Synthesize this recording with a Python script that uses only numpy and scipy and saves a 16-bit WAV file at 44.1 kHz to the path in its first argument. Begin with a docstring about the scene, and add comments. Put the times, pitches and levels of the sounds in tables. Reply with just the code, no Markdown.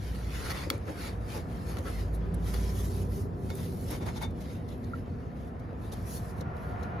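"""In a car's wheel well, a ratchet on a long extension is worked onto a belt tensioner, close by.
Hands hiss along the tool; steel scrapes, grazes and knocks against the engine, ringing the extension,
a housing and a bracket. The socket clicks home once, and later the tool gives one short squeak.
Traffic rumbles outside: one engine pulls past and changes gear, and another car's tyres draw near."""
import sys
import numpy as np
from scipy import signal
from scipy.fft import rfft, irfft
from scipy.io import wavfile
from scipy.ndimage import uniform_filter1d

SR = 44100
rng = np.random.default_rng(int(sys.argv[2]) if len(sys.argv) > 2 else 0)


def log_audio(samples):
    """Write samples as a 16-bit WAV file to the path given in sys.argv[1]."""
    # one column per channel
    frames = np.atleast_2d(samples).T
    # limit to full scale, then quantise
    limited = np.clip(frames, -1, 1)
    pcm = np.round(limited * 32767).astype(np.int16)
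    wavfile.write(sys.argv[1], SR, pcm)


N = 308700
TIME, FREQS = np.arange(N) / SR, np.fft.rfftfreq(N, 1 / SR)

# ring of the socket and ratchet head: (frequency [Hz], level [dB], t60 [s])
SOCKET_MODES = [(1343, 2.5, 0.012), (1900, 4, 0.0066), (2220, -4, 0.016), (2840, -1.5, 0.01),
                (3370, -1.5, 0.014), (4360, 4, 0.007), (5500, -10.5, 0.014), (5850, -11, 0.0084),
                (7000, -24, 0.0083), (10460, -4, 0.006), (11300, -9.5, 0.0078), (13800, -1, .004)]
# ring of the steel extension: (frequency [Hz], width [Hz], level [dB])
EXTENSION_MODES = [(875, 45, 8), (1445, 46, -1), (2190, 23, 6), (3490, 59, -5), (3590, 15, 6.5),
                   (3850, 60, -3), (4630, 90, -5), (5520, 150, -8), (6430, 83, -7), (7700, 80, -5),
                   (8800, 330, -12)]
# stereo width of near and far sounds: (frequency [Hz], side against mid [dB])
NEAR_WIDTH = [(100, 4), (380, -12.5), (750, 4.5), (1300, -3.5), (2400, -3.5), (4400, -5), (6300, -4),
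              (8000, -61.5), (16000, -24)]
FAR_WIDTH = [(60, -17.5), (120, -16), (200, -8.5), (380, -13), (520, -5.5), (720, 1.5), (1000, 4.5),
             (1400, -1.5), (2400, -2), (4400, -12), (9000, -96)]


def socket_clicks(chatter=0.05, spread_rad=0.46, pivot_hz=4000):
    """A hard contact and a brief chatter ring the socket; sharper contacts favour its high modes."""
    # metal on metal: (time [s], level [dB], chatter length [s], tilt [dB/octave])
    contacts = [(.7021, -10.8, .0001, 2), (.7030, -17, .0001, -1), (.7039, -24, .0002, -4),
                (1.77, -31, .0004, -5), (3.503, -32, .0006, -3), (.7055, -35, .0014, 2)]
    out, t = np.zeros((2, N)), np.arange(SR // 16) / SR
    hz, db, t60 = np.transpose(SOCKET_MODES)[:, :, None]
    # neighbouring modes swing in opposite senses and reach left and right slightly apart
    sense = (-1) ** np.arange(len(hz))[:, None]
    phase = spread_rad * np.array([1, -1])[:, None, None] * sense
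    swing = sense * np.sin(2 * np.pi * hz * t + phase)
    for s, level_db, length, tilt_db in contacts:
        ring = (amp(db + tilt_db * np.log2(hz / pivot_hz) - 60 * t / t60) * swing).sum(1)
        age = t / length
        force = chatter * rng.standard_normal(len(t)) * age * np.exp(1 - age)
        force[0] += 1  # the first contact
        add(out, s, amp(level_db) * signal.fftconvolve(ring / abs(ring).max(), force[None], axes=1))
    return out


def socket_rubs():
    """Grinding round on the bolt head, the socket rings with the same modes as when it clicks."""
    # (centre time [s], length [s], level [dB])
    rubs = [(0.155, 0.028, -54), (0.465, 0.076, -48), (0.59, 0.07, -49), (1.045, 0.075, -50.5),
            (0.511, .028, -38), (2.542, .009, -40), (2.562, .04, -49.5)]
    modes = [(hz, np.log(1000) / (np.pi * t60), db) for hz, db, t60 in SOCKET_MODES]  # t60 to width
    return friction_ring(modes, swells(rubs))


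def scrapes():
    """Scrapes along the steel grind, knock hollowly and ring; two faint, very short, dull ticks join."""
    # scrapes and ticks: (centre time [s], length [s], grind [dB], hollow knock [dB], ring [dB])
    events = [(0.51, 0.27, -51.5, -47.5, -73), (0.672, 0.027, -62, -44, -70),
              (0.716, 0.018, -51, -34.5, -65), (0.74, 0.035, -51, -39.5, -65),
              (0.894, 0.047, -47.5, -39, -63), (1.053, 0.19, -61, -49.5, -57.5),
              (1.369, 0.063, -47.5, -41.5, -54), (1.71, 0.073, -51.5, -54, -60),
              (1.787, 0.058, -49, -43.5, -66), (2.55, .06, -65, -54, -59), (3.507, 0.031, -50, -46, -51),
              (3.601, .041, -54, -63, -58), (3.933, 0.059, -44, -43.5, -52), (4.025, 0.04, -48, -43, -53.5),
              (4.085, 0.053, -42.5, -55, -52), (4.172, 0.034, -48.5, -50, -48),
              (4.233, 0.046, -41.5, -60, -46), (5.08, 0.0033, -58, -44, -75), (5.555, 0.011, -72, -49, -78),
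              (5.731, 0.0032, -55, -35, -75), (5.933, 0.023, -51, -43.5, -67),
              (6.419, 0.017, -58, -41, -61)]
    # tone of the grind and of the hollow knock: (frequency [Hz], relative density [dB])
    grind_tone = [(300, 6.5), (800, 16), (1400, 6.5), (2200, 6.5), (3000, -3), (4500, -6), (7000, -4.5),
                  (12000, -10.5), (16000, -28)]
    knock_tone = [(80, -52), (220, -3.5), (320, 5.5), (420, -1.5), (570, 2), (800, -61), (1500, -41),
                  (5000, -67)]
    grind, knock, pressure = swells(events)
    grinding = grind * noise(at_hz(grind_tone), NEAR_WIDTH, asperities(per_s=1200, size_db=1.5))
    ringing = friction_ring(EXTENSION_MODES, pressure)
    return grinding + ringing + knock * noise(at_hz(knock_tone), NEAR_WIDTH)


def extension_clanks(falloff_db=32, contact_s=0.001):
    """A blunt knock on the engine wakes the extension's modes near one pitch, and they ring out."""
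    # (time [s], level [dB], favoured pitch [Hz])
    knocks = [(4.214, -38, 880), (4.2245, -39.5, 2000), (4.2325, -39.5, 3500)]
    out, t = np.zeros((2, N)), np.arange(SR // 4) / SR
    hz, width, db = np.transpose(EXTENSION_MODES)[:, :, None]
    attack = 1 - np.exp(-t / contact_s)
    for s, level_db, favoured_hz in knocks:
        share = amp(db - falloff_db * np.log2(hz / favoured_hz) ** 2)
        phase = rng.uniform(0, 2 * np.pi, hz.shape) + np.array([.5, -.5])[:, None, None]
        modes = share / share.max() * np.exp(-np.pi * width * t) * np.sin(2 * np.pi * hz * t + phase)
        add(out, s, amp(level_db) * attack * modes.sum(1))
    return out


def bracket_bumps():
    """The tool judders against a steel bracket, which answers with a short, hollow knock."""
    # (centre time [s], length [s], level [dB])
    judders = [(0.881, 0.015, -41.5), (1.776, 0.0086, -41.5), (1.876, 0.049, -38.5), (3.508, 0.0076, -46)]
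    # ring of the bracket: (frequency [Hz], width [Hz], level [dB])
    bracket_modes = [(490, 55, 11), (1116, 49, 0), (1312, 87, 1.5), (1445, 32, -11), (1660, 58, -3),
                     (1960, 22, -4), (2620, 32, -18), (3300, 67, -16)]
    return friction_ring(bracket_modes, swells(judders))


def edge_grazes():
    """A steel edge skids with a dry tick, too lightly to ring anything."""
    # (centre time [s], length [s], bite [dB], fizz [dB])
    skids = [(.7021, .001, -38, -29), (3.554, .004, -62, -41), (3.911, 0.012, -54, -40),
             (.707, .007, -42, -43), (.78, .003, -66, -53), (1.378, .008, -56, -51),
             (1.772, .006, -57, -53), (1.788, .008, -49, -48.5), (2.15, 0.034, -62.5, -54),
             (2.346, 0.01, -60, -47.5), (3.505, 0.0072, -52.5, -50), (4.068, .018, -54, -53),
             (4.17, 0.029, -51, -56), (4.226, 0.018, -51, -46), (4.309, .01, -65, -63),
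             (4.416, .022, -57, -56), (4.69, 0.016, -61.5, -62), (4.845, .01, -59, -66),
             (5.6, 0.014, -66, -67), (5.925, 0.012, -52, -54), (5.937, .016, -54.5, -50),
             (6.386, 0.048, -65, -61), (6.412, 0.0082, -48.5, -57), (6.569, .004, -60, -62),
             (6.834, 0.014, -55, -63)]
    # the two colours of a graze: (frequency [Hz], relative density [dB])
    bite_tone = [(1000, -14), (2600, -18), (3900, 2.5), (4900, -6), (6000, -3.5), (8000, -9), (16000, -19)]
    fizz_tone = [(4000, -30), (7000, -7), (8500, 4), (9700, -0.5), (11200, -1), (12500, -4), (14000, -2),
                 (16000, -9.5)]
    bite, fizz = swells(skids)
    grit = asperities(per_s=910, size_db=-1.5)
    return (bite * noise(at_hz(bite_tone), NEAR_WIDTH, grit)
            + fizz * noise(at_hz(fizz_tone), NEAR_WIDTH, grit))


def tool_squeak(start_s=4.9335, length_s=0.02, pitch_hz=1365, level_db=-32, rise=0.19):
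    """The tool sticks and slips for an instant on one note."""
    out, t = np.zeros((2, N)), np.arange(0, length_s, 1 / SR)
    age = t / (rise * length_s)
    envelope = age * np.exp(1 - age) * signal.windows.tukey(len(t), .25)
    note = np.sin(2 * np.pi * pitch_hz * t + np.array([[.6], [-.6]]))
    add(out, start_s, amp(level_db) * envelope * note)
    return out


def hand_slides(gain_db=5, ring=0.26, unsteady_db=0.94, patchy_db=3.5, grip_db=2):
    """Skin and knurled steel hiss as they slide; a light touch is brighter than a firm one."""
    # skin on steel: (frequency [Hz], relative density [dB])
    skin_tone = [(200, 2.5), (600, -8.5), (1300, 0.5), (2000, 3), (2900, 0), (4300, 0), (5200, -0.5),
                 (6300, -2), (8000, 2), (11300, 0.5), (13500, -3.5), (16000, -1)]
    tone_db = at_hz(skin_tone) + ring * ring_db(EXTENSION_MODES)
    hiss = noise(tone_db, NEAR_WIDTH, asperities(per_s=230, size_db=1.5))
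    hz, t, frames = signal.stft(hiss, SR, nperseg=512)
    gain, bright_db, grip_hz = hand_strokes(t)
    tilt = at_hz([(1200, -1.44), (3600, -0.38), (11000, 0.42), (13500, 0.76)], hz)
    # the grip moves one broad peak; random narrow peaks flicker through the hiss
    grip_peak = np.exp(-(np.log2((hz[:, None] + 1) / grip_hz) / .18) ** 2)
    patches = uniform_filter1d(rng.standard_normal(frames.shape[1:]), size=2, axis=0)
    patches = uniform_filter1d(patches, size=10, axis=1)
    colour_db = tilt[:, None] * bright_db + grip_db * grip_peak + patchy_db * patches / patches.std()
    hiss = signal.istft(frames * gain * amp(colour_db), SR, nperseg=512)[1][:, :N]
    return hiss * amp(gain_db + unsteady_db * wander(24))


def hand_strokes(t, rise_db_per_s=186, fall_db_per_s=250):
    """Gain, brightness and grip resonance at the times t; the strongest stroke sets the colour."""
    # (start [s], length [s], level [dB], brightness [dB], grip resonance [Hz])
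    strokes = [(0.027, 0.35, -59.5, -5, 4470), (0.348, 0.27, -54, -5.5, 4700), (0.467, 0.18, -55, -8, 4500),
               (0.733, 0.024, -60.5, -7.5, 4420), (.87, 0.055, -64.5, -4, 4360),
               (1.005, 0.074, -52.5, -5.5, 4300), (1.126, 0.057, -73, -2, 4400),
               (1.318, 0.054, -53, -2.5, 4700), (1.519, 0.28, -64.5, -4, 4647),
               (1.684, 0.027, -57, -1, 4580), (1.872, 0.15, -57.5, -3.5, 4800),
               (2.093, 0.086, -70.5, -3, 4850), (2.213, 0.3, -71.5, -12.5, 4720),
               (2.478, 0.23, -54.5, -1.5, 6140), (2.755, 0.1, -53, 2, 6000), (2.909, 0.11, -57, 2, 5700),
               (3.144, 0.064, -57.5, 4, 5100), (3.426, 0.14, -67, 4, 4000), (3.576, 0.088, -55.5, 3, 3740),
               (3.72, 0.19, -62, 4.5, 4500), (3.893, 0.061, -54, -1.5, 5060),
               (4.08, 0.16, -62.5, -4.5, 3800), (4.418, 0.14, -62.5, -5, 3560),
               (4.697, 0.041, -67, -4, 3740), (4.83, 0.16, -70, -8, 3750), (5.1, 0.18, -76, -9, 3950),
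               (5.38, 0.1, -71, -4, 3900), (5.847, 0.23, -65.5, -2, 4000), (6.112, 0.059, -53, 7, 5870),
               (6.248, 0.052, -63, 2, 6000), (6.592, 0.12, -71.5, -5, 5960), (6.81, 0.042, -70.5, -8, 5900)]
    rest_db, rest_bright_db, rest_hz = -78.5, -14.5, 4680  # the hand resting on the tool
    start, length, level_db, bright_db, grip_hz = np.transpose(strokes)[:, :, None]
    fade_in_db = rise_db_per_s * np.maximum(start - t, 0)
    fade_out_db = fall_db_per_s * np.maximum(t - start - length, 0)
    power, rest = amp(level_db - fade_in_db - fade_out_db) ** 2, amp(rest_db) ** 2
    total = power.sum(0) + rest
    brightness = ((power * bright_db).sum(0) + rest * rest_bright_db) / total
    resonance = ((power * grip_hz).sum(0) + rest * rest_hz) / total
    return np.sqrt(total), brightness, resonance


def fingertip_creeps(centre_hz=11300, width_hz=1100):
    """Fingertips creep over the knurled handle with a thin, high hiss."""
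    # (centre time [s], length [s], level [dB])
    creeps = [(4.804, .2, -77), (4.98, 0.21, -77), (5.42, .15, -86), (6.638, 0.16, -68.5)]
    band_db = -20 * np.log10(1 + (2 * (FREQS - centre_hz) / width_hz) ** 2)
    return swells(creeps) * noise(band_db, NEAR_WIDTH, asperities(per_s=330, size_db=5.0))


def wheel_well(x, t60_s=0.08, wet_db=-17):
    """Close metal and plastic panels throw back a short, dense tail."""
    t = np.arange(SR // 4) / SR
    echoes = rng.standard_normal((2, len(t))) * (rng.random((2, len(t))) < 1 / 16)
    echoes *= amp(-60 * t / t60_s) * (t > .002)  # decay and pre-delay
    tail = signal.fftconvolve(x, echoes / np.linalg.norm(echoes[0]), axes=1)[:, :N]
    return x + amp(wet_db) * tail


def passing_engine(waver=0.0041, flutter_db=1.7, away_db=-10, facing_boost_db=17):
    """Only the low orders of a distant exhaust and driveline arrive; pitch drops at the gear change."""
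    # the drive past: (time [s], speed [turns/s], exhaust level [dB])
    drive = [(0, 19.8, -39.5), (.4, 18, -41), (.95, 19, -57), (1.18, 18.1, -38), (1.6, 20.5, -48),
             (1.95, 17.1, -37.5), (2.42, 17.9, -32.5), (2.8, 18.6, -34.5), (2.98, 18.8, -39.5),
             (3.18, 17.6, -38), (3.4, 17, -77), (5, 25, -75)]
    # engine orders: (multiple of the turning speed, level [dB])
    orders = [(3.1, 1.5), (5, -3), (6, -13), (10, -14), (13, -23)]
    speed, level_db = at_time(drive)
    turns = np.cumsum(speed * (1 + waver * wander(7.4))) / SR
    # the upper orders come through while the tailpipe faces the opening
    upper_db = away_db + facing_boost_db * swell(s=3, length=0.77)
    note = np.zeros(N)
    for row, (multiple, db) in enumerate(orders):
        gain = amp(db + upper_db * (row > 0) + flutter_db * wander(7.3))
        note += gain * np.sin(2 * np.pi * (multiple * turns + rng.random()))
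    return amp(level_db) * np.sqrt(2) * note


def background_bands():
    """Narrow bands of low hum and hiss swell and fade in the background."""
    # (centre time [s], length [s], frequency [Hz], width [Hz], level [dB])
    swelling_bands = [(2.346, 0.29, 175.3, 22, -37.5), (2.693, 1.2, 1004, 60, -62.5),
                      (3.194, 1.8, 390, 53.4, -47), (3.404, 0.89, 174, 37.5, -46),
                      (4.506, 2.5, 247.7, 47, -47), (6.495, 0.27, 169, 59.6, -45),
                      (6.802, 0.78, 711, 36, -57), (6.9, 1, 1410, 73, -56)]
    out = np.zeros((2, N))
    for s, length, hz, width, db in swelling_bands:
        band_db = -20 * np.log10(1 + (2 * (FREQS - hz) / width) ** 4)
        out += amp(db) * swell(s, length) * noise(band_db, FAR_WIDTH)
    return out


def traffic(road_db=-49, drift_db=0.16, drift_hz=3.8, hiss_falloff=1.33):
    """Over a deep rumble, road roar and tyre hiss rise as cars near, coloured by the wheel well."""
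    # tone of each layer: (frequency [Hz], relative density [dB])
    rumble_tone = [(20, -42), (33, -30), (45, -10), (60, -1.5), (80, -2), (100, 0), (130, -11.5),
                   (170, -11), (230, -25), (400, -22), (900, -94)]
    roar_tone = [(25, -18), (70, -5), (150, 1.5), (240, -1), (315, -5.5), (440, -7.5), (600, -12.5),
                 (800, -19), (950, -24.5), (1400, -28), (2800, -48), (6000, -54.5), (16000, -53)]
    tyre_tone = [(300, -19), (580, 1.5), (700, 5), (800, 0.5), (1100, -2), (1400, -4), (1540, -6.5),
                 (1750, -4), (2000, -9), (3000, -20.5), (5000, -34), (16000, -68)]
    # air resonances of the wheel well: (frequency [Hz], width [Hz], level [dB])
    cavity_modes = [(157, 90, 0), (384, 16, -1.5), (480.6, 26, 4.5), (713, 31, 1), (1003, 23, -3.5),
                    (1314, 60, -2), (1740, 45, -8)]
    # cars going by: (time when nearest [s], time to half roar power [s], roar [dB], tyre hiss [dB])
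    passes = [(1.5, 1.38, -67, -54), (3.15, 1.92, -40.5, -83), (7.05, 0.6, -43, -46)]
    # rise and fall of the rumble: (time [s], level [dB])
    rumble_curve = [(0, -38), (.9, -40), (1.5, -38), (3, -36), (4.5, -38.5), (5.0, -40), (5.6, -41.5),
                    (6.05, -38.5), (7, -38.5)]
    cavity_db = ring_db(cavity_modes)
    s, half_s, roar_db, tyre_db = np.transpose(passes)[:, :, None]
    nearness = 1 / (1 + ((TIME - s) / half_s) ** 2)
    roar_gain = np.sqrt(amp(road_db) ** 2 + (amp(roar_db) ** 2 * nearness).sum(0))
    tyre_gain = np.sqrt((amp(tyre_db) ** 2 * nearness ** hiss_falloff).sum(0))  # hiss fades faster
    rumble_gain = amp(at_time(rumble_curve)[0] + drift_db * wander(drift_hz))
    rumble = rumble_gain * noise(at_hz(rumble_tone), FAR_WIDTH)
    roar = roar_gain * noise(at_hz(roar_tone) + cavity_db, FAR_WIDTH)
    tyres = tyre_gain * noise(at_hz(tyre_tone) + cavity_db, FAR_WIDTH)
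    return pan(rumble, .5) + pan(roar + tyres, -.3)


def friction_ring(modes, pressure):
    """Gritty friction under a changing pressure sets a steel part ringing."""
    steel = resonances(modes)
    friction = pressure * noise(0, NEAR_WIDTH, asperities(per_s=540, size_db=2.5))
    return irfft(rfft(friction) * steel / np.sqrt(np.mean(abs(steel) ** 2)), N)


def asperities(per_s, size_db):
    """Tiny catches of random size on top of smooth sliding."""
    catches = (rng.random(N) < per_s / SR) * amp(size_db * np.minimum(rng.exponential(1, N), 4))
    return 1 + signal.lfilter([1], [1, -np.exp(-1 / 8)], catches)


def resonances(modes):
    """The complex gain of a set of damped resonances."""
    return sum(amp(db) / (1 + 2j * (FREQS - hz) / width) for hz, width, db in modes)


def ring_db(modes):
    """The peaks that resonances raise on a smooth spectrum."""
    return 10 * np.log10(1 + sum(abs(resonances([mode])) ** 2 for mode in modes))


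def noise(colour_db, width, grit=1):
    """Coloured stereo noise; grit gathers it into grains before it is coloured."""
    mid, side = rfft(rng.standard_normal((2, N)) * grit) * amp(colour_db)
    side = side * amp(at_hz(width))
    return unit(irfft(np.array([mid + side, mid - side]), N))


def wander(rate_hz):
    """A slow random drift of rms 1."""
    return unit(irfft(rfft(rng.standard_normal(N)) * np.exp(-(FREQS / rate_hz) ** 2), N))


def swell(s, length):
    """A smooth rise and fall around the moment s."""
    out, near = np.zeros(N), slice(*np.searchsorted(TIME, [s - 2 * length, s + 2 * length]))
    out[near] = np.exp(-(2 * (TIME[near] - s) / length) ** 2)
    return out


def swells(events):
    """One envelope for each level column, with a swell at every event."""
    return sum(amp(levels)[:, None] * swell(s, length) for s, length, *levels in events)


def amp(db):
    """Decibels to gain."""
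    return 10 ** (np.asarray(db) / 20)


def pan(x, right_db):
    """Raises the right channel and lowers the left by the same amount."""
    return x * amp([[-right_db], [right_db]])


def unit(x):
    """Scales a sound so that its mid channel has rms 1."""
    return x / np.sqrt(np.mean(np.atleast_2d(x).mean(0) ** 2) + 1e-20)


def at_hz(points, hz=FREQS):
    """Reads a table on a log-frequency axis."""
    f, value = np.transpose(points)
    return np.interp(np.log(hz + 1), np.log(f + 1), value)


def at_time(rows):
    """Reads every column of a curve at each sample."""
    s, *columns = np.transpose(rows)
    return [np.interp(TIME, s, column) for column in columns]


def add(mix, s, sound):
    """Mixes a sound in at s seconds."""
    part = mix[:, max(round(s * SR), 0):][:, :sound.shape[-1]]
    part += sound[..., :part.shape[-1]]


def scene():
    """Traffic outside; close by, dry hands and steel that echoes in the wheel well."""
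    outside = traffic() + background_bands() + pan(passing_engine(), .5)
    hands = hand_slides() + fingertip_creeps()
    steel = (scrapes() + socket_rubs() + bracket_bumps() + edge_grazes()
             + socket_clicks() + extension_clanks() + tool_squeak())
    return outside + pan(hands + wheel_well(steel), -.3)


def record(dry, cutoff_hz=15900):
    """Left and right drift in and out of step across the treble; a low-pass trims the top."""
    # phase between left and right: (frequency [Hz], left lead [rad])
    treble_phase = [(0, 0), (6000, 0), (6800, -1), (7700, -2.8), (8700, -3.5), (11100, -6.1), (12300, -6.6),
                    (14200, -9.1), (16000, -9.7)]
    turn = np.exp(.5j * np.interp(FREQS, *np.transpose(treble_phase)))
    turned = irfft(rfft(dry) * np.array([turn, turn.conj()]), N)
    low_pass = signal.firwin(511, cutoff_hz, window=("kaiser", 9), fs=SR)
    return signal.oaconvolve(turned, low_pass[None], "same")


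dry = scene()
out = record(dry)
log_audio(out)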